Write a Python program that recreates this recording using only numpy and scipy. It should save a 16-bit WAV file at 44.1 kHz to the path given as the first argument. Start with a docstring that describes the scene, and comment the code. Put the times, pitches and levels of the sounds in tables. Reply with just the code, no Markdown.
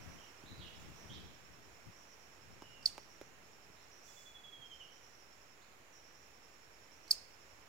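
"""An open field hums with insects throughout; at first a breeze rumbles on the microphone.
Far birds whistle now and then. A few dull taps fall around the moment, near 2.9 s, when a young
kingfisher close by on bare ground gives a sharp chip: a tiny falling whistle with a harsh end.
Near 4 s, with the breeze gone, a soft hiss passes and a far bird runs down a falling trill.
The kingfisher chips once more at 7.1 s."""
import sys
import numpy as np
from scipy import signal
from scipy.fft import rfft, irfft
from scipy.io import wavfile

SR = 44100
rng = np.random.default_rng(int(sys.argv[2]) if len(sys.argv) > 2 else 0)


def output_pcm(signal):
    """Save a mono or channel-first signal as 16-bit PCM at the path in sys.argv[1].

    Samples are clipped to [-1, 1] before scaling.
    """
    pcm = np.clip(np.atleast_2d(signal).T, -1, 1) * 32767
    wavfile.write(sys.argv[1], SR, np.round(pcm).astype(np.int16))


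N = 338688
TIME = np.arange(N) / SR


def amp(db):
    """Turns decibels into a number to multiply by."""
    return 10 ** (np.asarray(db) / 20)


def unit(x):
    """Scales a sound to an average strength (rms) of one."""
    return x / np.sqrt(np.mean(x ** 2) + 1e-20)


def at_hz(points, hz):
    """Looks up a table by frequency, with every octave equally wide."""
    f, value = np.transpose(points)
    return np.interp(np.log(hz + 1), np.log(f + 1), value)


def add(mix, s, sound):
    """Mixes a sound in at second s."""
    part = mix[..., max(round(s * SR), 0):][..., :sound.shape[-1]]
    part += sound[..., :part.shape[-1]]


def colour(x, points):
    """Turns a sound's lows and highs up or down by a table of f/Hz, level/dB."""
    return irfft(rfft(x) * amp(at_hz(points, np.fft.rfftfreq(x.shape[-1], 1 / SR))), x.shape[-1])


def noise(points):
    """Unrelated left and right noise of one colour."""
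    return unit(colour(rng.standard_normal((2, N)), points))


def waver(size, rate_hz):
    """A random wobble, mostly slower than the given rate."""
    smoothing = signal.butter(2, rate_hz, fs=SR, output="sos")
    return unit(signal.sosfilt(smoothing, rng.standard_normal(size + 2000))[2000:])


def pan(balance_db):
    """Left and right gains: above 0 dB leans left, below 0 dB leans right."""
    return amp(np.array([[balance_db], [-balance_db]]) / 2)


def scatter(x, t60, delay, treble_db=0):
    """Echoes off ground and leaves, different in each ear; they fade by 60 dB in t60 seconds."""
    t = np.arange(SR) / SR
    echoes = rng.choice([-1., 1.], (2, SR)) * (rng.random((2, SR)) < 4000 / SR)
    echoes = colour(echoes * (t > delay) * amp(-60 * t / t60), [(5000, 0), (14000, treble_db)])
    echoes /= np.linalg.norm(echoes, axis=1, keepdims=True) + 1e-20
    return signal.fftconvolve(x[None], echoes, axes=1)[:, :N]


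def field_air():
    """The steady wash of open country; its low notes are much alike in both ears."""
    # colour of the wash: f/Hz, level/dB
    air_colour = [(20, -31.5), (32, -18), (50, -12.5), (86, -12.5), (200, -17.5), (420, -14), (1170, -17),
                  (2490, -18), (3500, -26), (4620, -27.5), (7000, -26), (8800, -36), (10400, -34.5),
                  (15500, -34)]
    # its slow drift in loudness: t/s, level/dB
    drift = [(0.0, -62), (0.34, -64.5), (1.08, -63), (1.35, -66), (5.9, -67.5), (7.6, -66.5)]
    # which way it leans: f/Hz, left minus right/dB
    balance = [(60, -3.5), (150, -2.5), (350, -4), (700, -5), (1400, -8), (3000, -7.5), (6000, -7),
               (9000, 1), (14000, 0.5)]
    # how alike the ears are: f/Hz, likeness (0 unrelated, 1 the same)
    likeness = [(60, 0.76), (300, 0.59), (700, 0.392), (1400, 0), (3000, 0.013), (15000, 0)]
    hz = np.fft.rfftfreq(N, 1 / SR)
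    left, other = rfft(rng.standard_normal((2, N)))
    same = at_hz(likeness, hz)
    right = same * left + np.sqrt(1 - same ** 2) * other
    lean = amp(np.outer([.5, -.5], at_hz(balance, hz)))
    air = unit(colour(irfft(np.array([left, right]) * lean, N), air_colour))
    return amp(5.5 + np.interp(TIME, *np.transpose(drift))) * air


def breeze(calm_db=-83):
    """Wind on the microphone: gusts of lumpy rumble that die down to a near calm."""
    # gusts: peak t/s, length/s, level/dB
    gusts = [(0.089, 0.176, -53), (0.581, 0.214, -54.5), (0.854, 0.188, -55), (1.172, 0.275, -54),
             (1.605, 0.39, -65.5), (1.883, 0.057, -58.5), (2.508, 0.237, -64), (2.843, 0.38, -66),
             (3.346, 0.58, -71.5)]
    # colour of the rumble: f/Hz, level/dB
    rumble_colour = [(15, -17), (28, -1.5), (45, -9.5), (75, 4.5), (125, 0), (180, -2.5), (350, -10),
                     (650, -33.5), (1200, -23.5), (2500, -90.5)]
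    lumps = noise([(1, -6.5), (14, 11), (50, -54.5), (200, -100)])
    rumble = unit(noise(rumble_colour) * amp(2.64 * lumps))
    power = sum(amp(db) ** 2 * 4 ** -((2 * (TIME - s) / length) ** 2) for s, length, db in gusts)
    return np.sqrt(power + amp(calm_db) ** 2) * rumble * pan(4.5)


def hisses():
    """Short, soft, high hisses that start quickly and die away."""
    # hisses: t/s, length/s, level/dB
    hiss_list = [(0.793, 0.055, -69.5), (4.019, 0.377, -66)]
    # their colour: f/Hz, level/dB
    hiss_colour = [(3000, -18), (5000, 1.5), (7200, 8), (8800, -11.5), (11000, -11.5), (15000, -6)]
    swell = np.zeros(N)
    for s, length, db in hiss_list:
        u = np.linspace(0, 1, int(length * SR))
        add(swell, s, amp(db) * np.interp(u, [0, .12, .54, 1], [0, 1, 1, 0]))
    return swell * noise(hiss_colour) * pan(-12.5)


def wing_blur(hz, width_hz):
    """Many insect wing strokes blur into a narrow hiss around the pitch at which the wings ring."""
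    f = np.fft.rfftfreq(N, 1 / SR)
    return unit(irfft(rfft(rng.standard_normal((2, N))) / (1 + ((f - hz) / width_hz) ** 4), N))


def insect_chorus(period_s=.302, crest_s=.22, swing_db=2):
    """A thin, high chorus of insects swells and ebbs at a steady pace."""
    swell = np.cos(2 * np.pi * (TIME - crest_s) / period_s)
    return amp(-78.5 + swing_db * swell) * wing_blur(6895, 470)


def cricket(throb_s=.0692, throbs_per_s=10.3, throb_db=-74, buzz_db=-78.5):
    """A bush cricket's wings throb evenly over a held buzz; a trace of echo fills the pauses."""
    # spells of song: first throb t/s, last throb t/s
    bouts = [(.005, .389), (.67, 3.215), (3.451, 4.21), (4.665, 5.52), (5.96, 7.62)]
    strength = np.zeros(N)
    throb = signal.windows.tukey(int(throb_s * SR), .9)
    for first, last in bouts:
        buzz = signal.windows.tukey(int((last - first + 1.18 * throb_s) * SR), .1)
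        add(strength, first - throb_s * .52, amp(buzz_db) * buzz)
        for s in np.linspace(first, last, round((last - first) * throbs_per_s) + 1):
            add(strength, s - throb_s / 2, amp(throb_db + rng.normal(0, .37)) * throb)
    song = strength * wing_blur(5427, 276)
    return song + amp(-5) * scatter(song[1], t60=2.2, delay=.02)


def ticking_insect(tick_s=.01063, ticks_per_s=86, run_s=.072, run_step_s=.115, run_fade_db=-1.5):
    """An insect gives two or three short runs of ticks each second; every tick slides down in pitch."""
    # phrases: t/s, level/dB, number of runs
    phrases = [(-.028, -63.5, 3), (0.958, -63, 2), (1.961, -64.5, 3), (2.972, -65.5, 3), (3.914, -63.5, 2),
               (4.907, -66, 3), (5.925, -65.5, 3), (6.916, -68, 2)]
    ticks = np.zeros(N)
    slide_hz = np.linspace(6200, 5300, int(tick_s * SR))
    for s, db, runs in phrases:
        for run in range(round(runs)):
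            starts = s + run * run_step_s + np.arange(0, run_s, 1 / ticks_per_s)
            for start in starts[starts >= 0]:
                hz = slide_hz * rng.normal(1, .0119)
                stroke = signal.windows.tukey(len(hz), .6) * np.sin(2 * np.pi * np.cumsum(hz) / SR)
                add(ticks, start, amp(db + run * run_fade_db + rng.normal(0, 1)) * stroke)
    return ticks + amp(-4) * scatter(ticks, t60=.62, delay=.005)


def far_whistles(best_hz=3300, loss_db_per_octave=16, fade_db_per_s=-28):
    """Far birds whistle single slides, hoarser the more they slide and smeared by the trees."""
    # whistles: t/s, length/s, level/dB, start f/Hz, end f/Hz, bend (above 0 slides early, below 0 late)
    slides = [(.178, 0.058, -61, 3450, 2720, 0.7), (.45, 0.1016, -57, 3116, 3990, 7.5),
              (.574, .124, -53, 5516, 2651, 3), (1.09, .074, -53, 3123, 5677, -3),
              (2.595, .255, -60.5, 2960, 2711, -1.5), (3.76, 0.056, -66.5, 3350, 4630, 1.03),
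              (5.61, 0.0416, -65, 3462, 5030, 0.16)]
    song = np.zeros(N)
    for s, length, db, start_hz, end_hz, bend in slides:
        u = np.linspace(0, 1, int(length * SR))
        hz = start_hz + (end_hz - start_hz) * np.expm1(-bend * u) / np.expm1(-bend)
        rough = .0236 + .0802 * np.minimum(abs(np.gradient(np.log(hz), u)), .6)
        phase = 2 * np.pi * np.cumsum(hz * (1 + rough * waver(len(u), 272.6))) / SR
        strain_db = loss_db_per_octave * abs(np.log2(hz / best_hz))  # weaker away from its best pitch
        strength = amp(db - strain_db + fade_db_per_s * length * u) * signal.windows.tukey(len(u), .35)
        add(song, s, strength * np.sin(phase))
    return amp(-1.5) * song + scatter(amp(3.5) * song, t60=.807, delay=.0059)


def far_trill(start_s=4.068, step_s=.0903, note_s=.049, top_hz=3423.4, sink_hz=249.5, slur_hz=351.3):
    """A far bird's nine notes swell, then tire: each starts lower and slurs further down than the last."""
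    song, u = np.zeros(N), np.linspace(0, 1, int(note_s * SR))
    for k, tired in enumerate(np.linspace(0, 1, 9)):
        since = k * step_s
        strength = amp(-51.5 - 14 * np.exp(-since / .163)) * signal.windows.tukey(len(u), .8)
        sag_hz = slur_hz * tired ** 1.956 * (u + .165 * waver(len(u), 300))  # longer falls are rougher
        phase = 2 * np.pi * np.cumsum(top_hz - sink_hz * tired ** 3.58 - sag_hz) / SR
        note = strength * (np.sin(phase) + tired * amp(-18) * np.sin(2 * phase))
        add(song, start_s + since, note)
        add(song, start_s + since + .029, amp(-6) * note)  # one strong echo beats against the note
    return song + amp(-4.5) * scatter(song, t60=.71, delay=.0099)


def taps(sag_s=.00161, low_hz=130):
    """Dull taps and faint bumps: each is a tick plus a knock that ends in the bass and dies at once."""
    # taps: t/s, level/dB, start f/Hz, decay/s, tick compared with knock/dB
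    tap_list = [(0.437, -47.5, 550, 0.00183, -19.5), (2.6216, -44.5, 1053, 0.00135, 0),
                (2.98, -37.5, 1420, 0.0007, -3), (3.2139, -41.5, 890, 0.00101, -1),
                (3.7, -55.5, 350, 0.00188, -22), (4.595, -58, 110, 0.00386, -25)]
    # colour of the tick: f/Hz, level/dB
    tick_colour = [(200, -2), (1200, 10.5), (2500, 0.5), (4500, -2.5), (7500, -13.5), (10000, -32),
                   (15000, -29)]
    out, t = np.zeros(N), np.arange(SR // 20) / SR
    for s, db, hz, decay, tick_db in tap_list:
        grit = unit(colour(rng.standard_normal(len(t)), tick_colour))
        tick = amp(tick_db) * grit * np.exp(-t / .00105)
        phase = 2 * np.pi * np.cumsum(low_hz + (hz - low_hz) * np.exp(-t / sag_s)) / SR
        knock = np.sin(phase) * t / decay * np.exp(1 - t / decay)
        add(out, s, amp(db) * (knock + tick))
    return (out + amp(-7) * scatter(out, t60=.034, delay=.0024)) * pan(-4.5)


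def kingfisher(rasp_rise_s=.0114, rasp_fall_s=.0058, squeak_s=.012, squeak_lead_s=.032):
    """A faint squeak leads into each chip, a few milliseconds of falling whistle that ends harshly."""
    # chips: t/s, length/s, level/dB, start f/Hz, target f/Hz, 2nd harmonic/dB, 3rd harmonic/dB,
    # rasp/dB, treble lost because the bill is turned/dB
    chips = [(2.8567, 0.0081, -17, 5542, 4292, -19.5, -30.5, -20.5, 2.5),
             (7.1082, 0.00902, -15.5, 5958, 4268, -17.5, -16.5, -20.5, -4)]
    # colour of the rasp: f/Hz, level/dB
    rasp_colour = [(1500, -22), (3000, -17), (3900, -6), (5000, 7), (7300, 6.5), (9500, -1), (11500, -12.5),
                   (13500, 5), (16000, -24)]
    # colour of the voice sideways, without the bill's forward ring: f/Hz, level/dB
    sideways = [(3000, 15), (4000, 8), (4600, -5), (5300, 4), (6700, -1), (9000, 1), (13500, -5.5),
                (16000, -2)]
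    direct, spread = np.zeros((2, N)), np.zeros(N)
    for s, length, db, start_hz, target_hz, second_db, third_db, rasp_db, turned_db in chips:
        u = np.arange(int(length * SR)) / (length * SR)
        hz = target_hz + (start_hz - target_hz) * np.exp(-u / .308)
        hz *= 1 + .0133 * waver(len(u), 1260)
        phase = 2 * np.pi * np.cumsum(hz) / SR + np.array([[1.], [0]])  # reaches the left a little early
        breath = amp(db) * signal.windows.tukey(len(u), .467)
        tone = breath * amp(-1 - 11.1 * abs(u - .4)) * np.sin(phase)
        overtones = amp(second_db) * np.sin(2 * phase) + amp(third_db) * np.sin(3 * phase)
        overtones *= breath * amp(6.7 * (u - 1.5))
        # the rasp swells through the chip and peaks as the whistle breaks off
        after = TIME - s - length
        below_peak_db = 20 * np.maximum(after / rasp_fall_s, -after / rasp_rise_s)
        rasp = amp(db + rasp_db - below_peak_db) * noise(rasp_colour)
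        # the bill beams the treble forward; the surroundings get all of it, whichever way it points
        add(direct, s, tone * pan(-6.5) + amp(-turned_db) * overtones * pan(9.9))
        direct += amp(-turned_db) * rasp
        add(spread, s, tone[1] + amp(6.5) * overtones[1])
        spread += amp(9.5) * rasp[1]
        # the voice starts up with a rough, rising squeak
        size = int(squeak_s * SR)
        rise_hz = np.linspace(4100, 5400, size) * (1 + .037 * waver(size, 900))
        squeak = np.sin(2 * np.pi * np.cumsum(rise_hz) / SR) + .39 * noise(rasp_colour)[0, :size]
        squeak *= amp(db - 42) * signal.windows.tukey(size, .7)
        add(direct, s - squeak_lead_s, squeak * pan(-9))
        add(spread, s - squeak_lead_s, amp(13.5) * squeak)
    spread = colour(spread, sideways)
    near_echo = amp(-14) * scatter(spread, t60=.107, delay=.0077, treble_db=2) * pan(-1.5)
    far_echo = amp(-25) * scatter(spread, t60=.494, delay=.023, treble_db=-6) * pan(-9.5)
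    return direct + near_echo + far_echo


def scene():
    """The near bird over the sounds of the field, with far birds and insects off to the right."""
    near_bird = kingfisher()
    far_birds = (far_whistles() + far_trill()) * pan(-7.5)
    insects = (cricket() + ticking_insect() + insect_chorus()) * pan(-10)
    return near_bird + far_birds + insects + taps() + hisses() + field_air() + breeze()


def record(dry, top_hz=15900, offset=-.0005):
    """The recorder cuts the highest treble, and its converter shifts the wave slightly off zero."""
    treble_cut = signal.firwin(255, top_hz, window=("kaiser", 9), fs=SR)
    return signal.oaconvolve(dry, treble_cut[None], "same") + offset


dry = scene()
out = record(dry)
output_pcm(out)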